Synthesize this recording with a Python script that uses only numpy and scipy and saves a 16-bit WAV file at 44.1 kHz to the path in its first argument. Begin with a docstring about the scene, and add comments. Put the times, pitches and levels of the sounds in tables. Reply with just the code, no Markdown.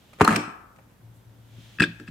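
"""A silicone suction mat slapped onto a steel appliance door, close to a stereo microphone in a kitchen.
The door booms, and trapped air pops and fizzes out from under the cups. The door drones faintly; then
fingers land on the mat and press it, so that its cups click and squeak. The higher notes sit a little
to the left, and the room rings briefly over a quiet room tone."""
import sys
import numpy as np
from scipy import signal
from scipy.fft import rfft, irfft
from scipy.io import wavfile

SR = 44100
rng = np.random.default_rng(int(sys.argv[2]) if len(sys.argv) > 2 else 0)


def waveform_to_disk(signal):
    """Save audio, clipped to [-1, 1], as 16-bit WAV at the path in sys.argv[1]."""
    frames = np.transpose(np.atleast_2d(signal))
    scaled = np.clip(frames, -1, 1) * 32767
    samples = np.round(scaled).astype(np.int16)
    wavfile.write(sys.argv[1], SR, samples)


N = 92610
T = np.arange(N) / SR
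AGE = np.arange(16384) / SR  # seconds since an event began
WIDE_HZ = 600  # below this, noise narrows towards the centre


def smacks():
    """The mat hits the steel; the panel answers with smacks and thuds that fall quickly in pitch."""
    # Each row: start in seconds, level in dB, first and last pitch in Hz, t60 in seconds.
    landings = [(.209, -2, 1680, 730.6, 0.02), (0.2129, -6.5, 474, 415, 0.049),
                (0.2164, -0.5, 1450, 905, 0.0062), (0.2177, -13, 200, 85, 0.063),
                (.282, -14, 330, 213.8, .27)]
    out, fall_s = np.zeros((2, N)), .0011
    for start, db, from_hz, to_hz, t60 in landings:
        pitch = to_hz + (from_hz - to_hz) * np.exp(-AGE / fall_s)
        add(out, start, undb(db) * leftward(to_hz) * sine(pitch) * envelope(.0004, t60, hold=.00043))
    return out


def door():
    """Each push rings the panel modes near its own pitch; mat and hand damp them."""
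    # Each row: start in seconds, level in dB, centre of the excited modes in Hz, share of the free t60.
    pushes = [(0.2122, -10, 244, 0.41), (0.2789, -23.5, 300, 0.72), (0.308, -18, 140, 0.65),
              (0.367, -20.5, 290, 0.61), (0.477, -31, 252, 0.3), (0.769, -48.5, 130, 0.6),
              (1.583, -42, 200, .4), (1.794, -30, 250, 0.9), (1.8054, -12, 181.4, 0.33),
              (1.816, -13.5, 300, 0.39), (1.876, -30.5, 164, 0.63), (1.999, -35, 298, 0.49),
              (2.086, -30.5, 160, 1)]
    # Each row: panel mode in Hz, relative level in dB, free t60 in seconds.
    modes = [(75, -14, 0.34), (112, -7.5, 0.64), (170.4, 1, 0.3), (211.7, 0.5, 0.23), (242.6, -0.5, 0.26),
             (300, 0.5, .28), (348, -7.5, 0.42), (437, -6, 0.28), (561, -5.5, 0.44), (658, 1, 0.23)]
    out, spread_octaves = np.zeros((2, N)), .48
    for start, db, centre_hz, share in pushes:
        for hz, mode_db, t60 in modes:
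            coupling = np.exp(-.5 * (np.log2(hz / centre_hz) / spread_octaves) ** 2)
            add(out, start, undb(db + mode_db) * coupling * ring(hz, .0041, t60 * share))
    return out


def pops():
    """Air pockets pop and squeak as they open or close, gliding and wobbling in pitch."""
    # Each row: start in seconds, level in dB, pitch in Hz, glide in octaves, attack and t60 in seconds.
    pockets = [(.129, -49.5, 1248, 0, .003, 0.058), (.2495, -6, 4280, -0.052, 0.0036, 0.011),
               (0.2772, 2.5, 1250, 0.051, 0.00043, 0.016), (0.291, -5.5, 1584, 0.17, 0.00076, 0.011),
               (0.2985, -20.5, 1800, -0.1, 0.0016, .015), (.311, -23.5, 697, 0, 0.0043, 0.081),
               (0.359, -20.5, 2517, 0.025, 0.00035, 0.033), (0.7862, -42, 1277, -8.94, 0.0014, 0.012),
               (1.823, -17.5, 1868, -.1, 0.0024, 0.035), (1.825, -16, 3510, 0.62, 0.001, 0.018),
               (1.829, -6.5, 2466, 0.027, 0.0014, 0.019), (1.836, -4.5, 1568, 0.068, 0.0036, 0.029),
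               (1.837, -6.5, 3178, 0.16, 0.0077, 0.022), (1.849, -22.5, 1590, 0, .001, 0.016)]
    out, glide_s, wobble_octaves = np.zeros((2, N)), .0049, .018
    for start, db, hz, glide, attack, t60 in pockets:
        bend = glide * np.minimum(AGE / glide_s, 1) + wobble_octaves * jitter(step_s=.001)
        add(out, start, undb(db) * leftward(hz) * sine(hz * 2 ** bend) * envelope(attack, t60))
    return out


def taps():
    """Fingertips snap the small cups onto the door."""
    # Each row: start in seconds, level in dB, extra gain of the upper modes in dB.
    clicks = [(1.786, -19, -4), (1.799, -6.5, 0), (1.8039, 2.5, -9.5), (1.8196, -6, 0),
              (1.9981, -28.5, -37), (2.077, -27.5, -2.5)]
    # Each row: cup mode in Hz, relative level in dB, t60 in seconds.
    modes = [(1356, -14, 0.027), (1663, -5.5, 0.024), (1740, -14.5, 0.026), (2605, -7, 0.036),
             (3365, -18, 0.034), (4880, -19, .012)]
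    out = np.zeros((2, N))
    for start, db, upper_db in clicks:
        for hz, mode_db, t60 in modes:
            gain = undb(db + mode_db + upper_db * (hz > 2000))
            add(out, start, gain * leftward(hz) * ring(hz, .0017, t60))
    return out


def fizzes():
    """Rubber meets steel and air fizzes out."""
    # Each row: start in seconds, level in dB, attack, hold and t60 in seconds, tilt in dB per octave.
    escapes = [(0.131, -51, .002, 0.0055, .07, 0.5), (0.186, -46, 0.0017, 0.0077, 0.033, -1.5),
               (.1975, -32.5, 0.0027, 0.0083, 0.026, -2.5), (.209, -17, 0.00046, 0.0072, 0.055, -1.5),
               (.246, -22.5, 0.0011, .002, .02, 3), (.2486, -18.5, 0.00076, 0.0027, 0.021, -3),
               (.2765, -16, 0.00032, 0.003, 0.0095, 1.5), (0.281, -27.5, 0.0023, 0.067, 0.21, -1.5),
               (.759, -60, .001, 0.0021, 0.12, 1), (.784, -49.5, .002, 0.0033, 0.084, -4.5),
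               (0.892, -67.5, .01, 0.017, 0.12, 1), (1.13, -67.5, 0.022, 0.021, .1, 13)]
    # Each row: frequency in Hz, relative level in dB.
    spectrum = [(30, -42.5), (150, -15), (400, 1), (750, 5), (1600, -0.5), (2600, 0.5), (3400, -10.5),
                (5500, -14.5), (7800, -10.5), (10000, -17.5), (12000, -17.5), (16000, -38.5)]
    return bursts(escapes, spectrum)


def crackles():
    """Sticky rubber crackles as it settles or is pressed."""
    # Each row: start in seconds, level in dB, attack, hold and t60 in seconds, tilt in dB per octave.
    shifts = [(.3595, -19.5, .0005, .0035, .02, 3), (1.7975, -32, .0005, .002, .02, 3),
              (1.8033, -23, .0005, .002, .025, 2), (1.815, -26, .006, .02, .05, -.5),
              (1.998, -50, .001, .003, .06, 1), (2.071, -55, .001, .002, .04, 2),
              (2.079, -47, .001, .003, .06, 0)]
    # Each row: frequency in Hz, relative level in dB.
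    spectrum = [(30, -55), (200, 2), (900, -18.5), (1300, -2), (1700, -5), (2600, -2), (3500, -13),
                (5000, -9.5), (6500, -23.5), (8200, -12.5), (10000, -31), (16000, -37)]
    return bursts(shifts, spectrum)


def drone():
    """A low door mode hums on unevenly, left of centre."""
    # Each row: time in seconds, level in dB.
    levels = [(0, -65), (1.01, -61.5), (1.045, -44.5), (1.19, -48.5), (1.235, -60), (1.275, -44.5),
              (1.36, -56.5), (1.40, -49), (1.49, -50.5), (1.59, -41.5), (1.76, -56), (2.1, -45)]
    hz, width_hz = 114, 18
    waver = noise(1 / (1 + ((freqs(T) - hz) / width_hz) ** 2), t=T)
    return pan(3.5) * curve(levels) * (np.sin(2 * np.pi * hz * T) + .22 * waver)


def rustle():
    """A soft rustle as the hand comes near."""
    # Each row: time in seconds, level in dB.
    levels = [(0, -64), (.18, -61.5), (.6, -77.5), (1.42, -69.5), (1.62, -56), (1.77, -56.5), (2.1, -63.5)]
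    # Each row: frequency in Hz, relative level in dB.
    spectrum = [(1000, -8), (2400, -2), (3400, 2), (4600, -7.5), (6500, -9), (9000, -16), (16000, -23)]
    return curve(levels) * noise(colour(spectrum, T), width=.7, t=T)


def kitchen(direct, send):
    """Adds quick reflections from door and worktop, then the room's tail, fed at the gain `send`."""
    # Each row: echo band in Hz, level in dB, t60 in seconds.
    bands = [(60, -12.5, .45), (200, -11.5, 0.51), (446, -8.5, 0.72), (750, -4, 0.75), (1300, -1.5, 0.73),
             (2400, 0, 0.49), (4500, -2.5, 0.4), (7970, -3.5, 0.38), (15000, -13, .3)]
    age, onset_s = np.arange(32768) / SR, .008
    diffuse, tail = rfft(noise(1, t=age)), 0
    log_hz, log_centres = np.log(freqs(age)), np.log(np.array(bands)[:, 0])
    for k, (hz, db, t60) in enumerate(bands):
        band = np.interp(log_hz, log_centres, np.arange(len(bands)) == k)
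        fade = envelope(.025, t60, t=np.maximum(age - onset_s, 0))
        tail += undb(db) * leftward(hz) * irfft(diffuse * band) * fade / np.linalg.norm(fade)
    fade = envelope(.006, t60=.087)
    low_cut = freqs(AGE) / np.hypot(freqs(AGE), WIDE_HZ)
    near = undb(-13) * noise(low_cut) * fade / np.linalg.norm(fade)
    mono = direct.mean(0)[None]
    early = signal.fftconvolve(mono, near, axes=1)[:, :N]
    late = signal.fftconvolve(mono * send, tail, axes=1)[:, :N]
    return direct + early + late


def squeak_echo():
    """A diffuse echo of the squeaks, heard as a short wash of noise."""
    # Each row: frequency in Hz, relative level in dB.
    spectrum = [(900, -1.5), (1400, 2), (1750, -10), (2100, 0), (2550, -13), (3000, 6), (3400, 7),
                (5000, -6), (8000, -28), (16000, -46)]
    return undb(-38.5) * noise(colour(spectrum)) * envelope(.012, t60=.27)


def room_tone():
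    """The steady, low hush of the kitchen."""
    # Each row: frequency in Hz, relative level in dB.
    spectrum = [(15, -45.5), (25, -20.5), (43, 3.5), (137, -.5), (223, -2.5), (451, -13), (531, -12),
                (1230, -19.5), (1610, -20.5), (3080, -32), (10100, -33.5), (14800, -30), (16000, -44)]
    return undb(-56) * noise(colour(spectrum, T), width=.89, t=T)


def bursts(events, spectrum):
    """Grainy bursts of noise, each with its own spectral tilt."""
    out, shape, octaves = np.zeros((2, N)), colour(spectrum), np.log2(freqs(AGE))
    for start, db, attack, hold, t60, tilt_db in events:
        hiss = noise(shape * undb(tilt_db * octaves), width=.8)
        hiss *= np.exp(.5 * jitter(step_s=.0005))  # grain
        add(out, start, undb(db) * hiss / hiss.std() * envelope(attack, t60, hold=attack + hold))
    return out


def undb(db):
    """Decibels to gain."""
    return 10 ** (np.asarray(db) / 20)


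def curve(points):
    """Gain over time from (s, dB) points."""
    return undb(np.interp(T, *np.array(points).T))


def envelope(attack, t60, hold=0, t=AGE):
    """Linear attack; from time `hold` on, a fall of 60 dB per t60."""
    decay = np.log(1000) * np.maximum(t - hold, 0) / t60
    return np.minimum(t / attack, 1) * np.exp(-np.minimum(decay, 20))


def freqs(t):
    """Frequencies of the spectrum of a sound as long as t."""
    return np.maximum(np.arange(len(t) // 2 + 1) * SR / len(t), 1)


def colour(points, t=AGE):
    """Gain over frequency from (Hz, dB) points."""
    hz, db = np.array(points).T
    return undb(np.interp(np.log(freqs(t)), np.log(hz), db))


def noise(shape, width=1, t=AGE):
    """Stereo noise of rms 1 with the given spectrum; the bass is alike in both channels."""
    hz = freqs(t)
    mid, side = rng.standard_normal((2, len(hz), 2)).view(complex)[..., 0]
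    side = side * width * hz / np.hypot(hz, WIDE_HZ)
    x = irfft(np.array([mid + side, mid - side]) * shape, len(t))
    return x / x.std()


def jitter(step_s):
    """A random wander with a new value at every step."""
    return np.interp(AGE / step_s, np.arange(1024), rng.standard_normal(1024))


def pan(left_db):
    """Channel gains with the left louder by left_db."""
    return undb(np.array([[1], [-1]]) * left_db / 2)


def leftward(hz):
    """Channel gains: the higher notes lean to the left."""
    return pan(4 * hz / np.hypot(hz, 600))


def ring(hz, attack, t60):
    """One damped mode."""
    return np.sin(2 * np.pi * hz * AGE) * envelope(attack, t60)


def sine(pitch):
    """A sine that follows a pitch curve."""
    return np.sin(2 * np.pi * np.cumsum(pitch) / SR)


def add(out, start, sound):
    """Mixes a sound in at its start time."""
    first = int(start * SR)
    out[:, first:first + sound.shape[-1]] += sound[..., :N - first]


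def scene():
    """The slap drives the whole door and fills the room; the finger sounds stay closer and drier."""
    slap_room_db, finger_room_db = -6, -19.5
    direct = smacks() + door() + pops() + taps() + fizzes() + crackles()
    out = kitchen(direct, send=curve([(1, slap_room_db), (1.5, finger_room_db)]))
    add(out, 1.83, squeak_echo())
    return out + room_tone() + rustle() + drone()


def record(dry):
    """Rounds the loudest peaks, thins the deepest bass and cuts the top."""
    ceiling, low_cut_hz, top_hz = 1.15, 47, 16400
    rounded = ceiling * np.tanh(dry / ceiling)
    thinned = signal.sosfilt(signal.butter(2, low_cut_hz, "high", fs=SR, output="sos"), rounded)
    return signal.sosfilt(signal.ellip(8, .2, 70, top_hz, fs=SR, output="sos"), thinned)


dry = scene()
out = record(dry)
waveform_to_disk(out)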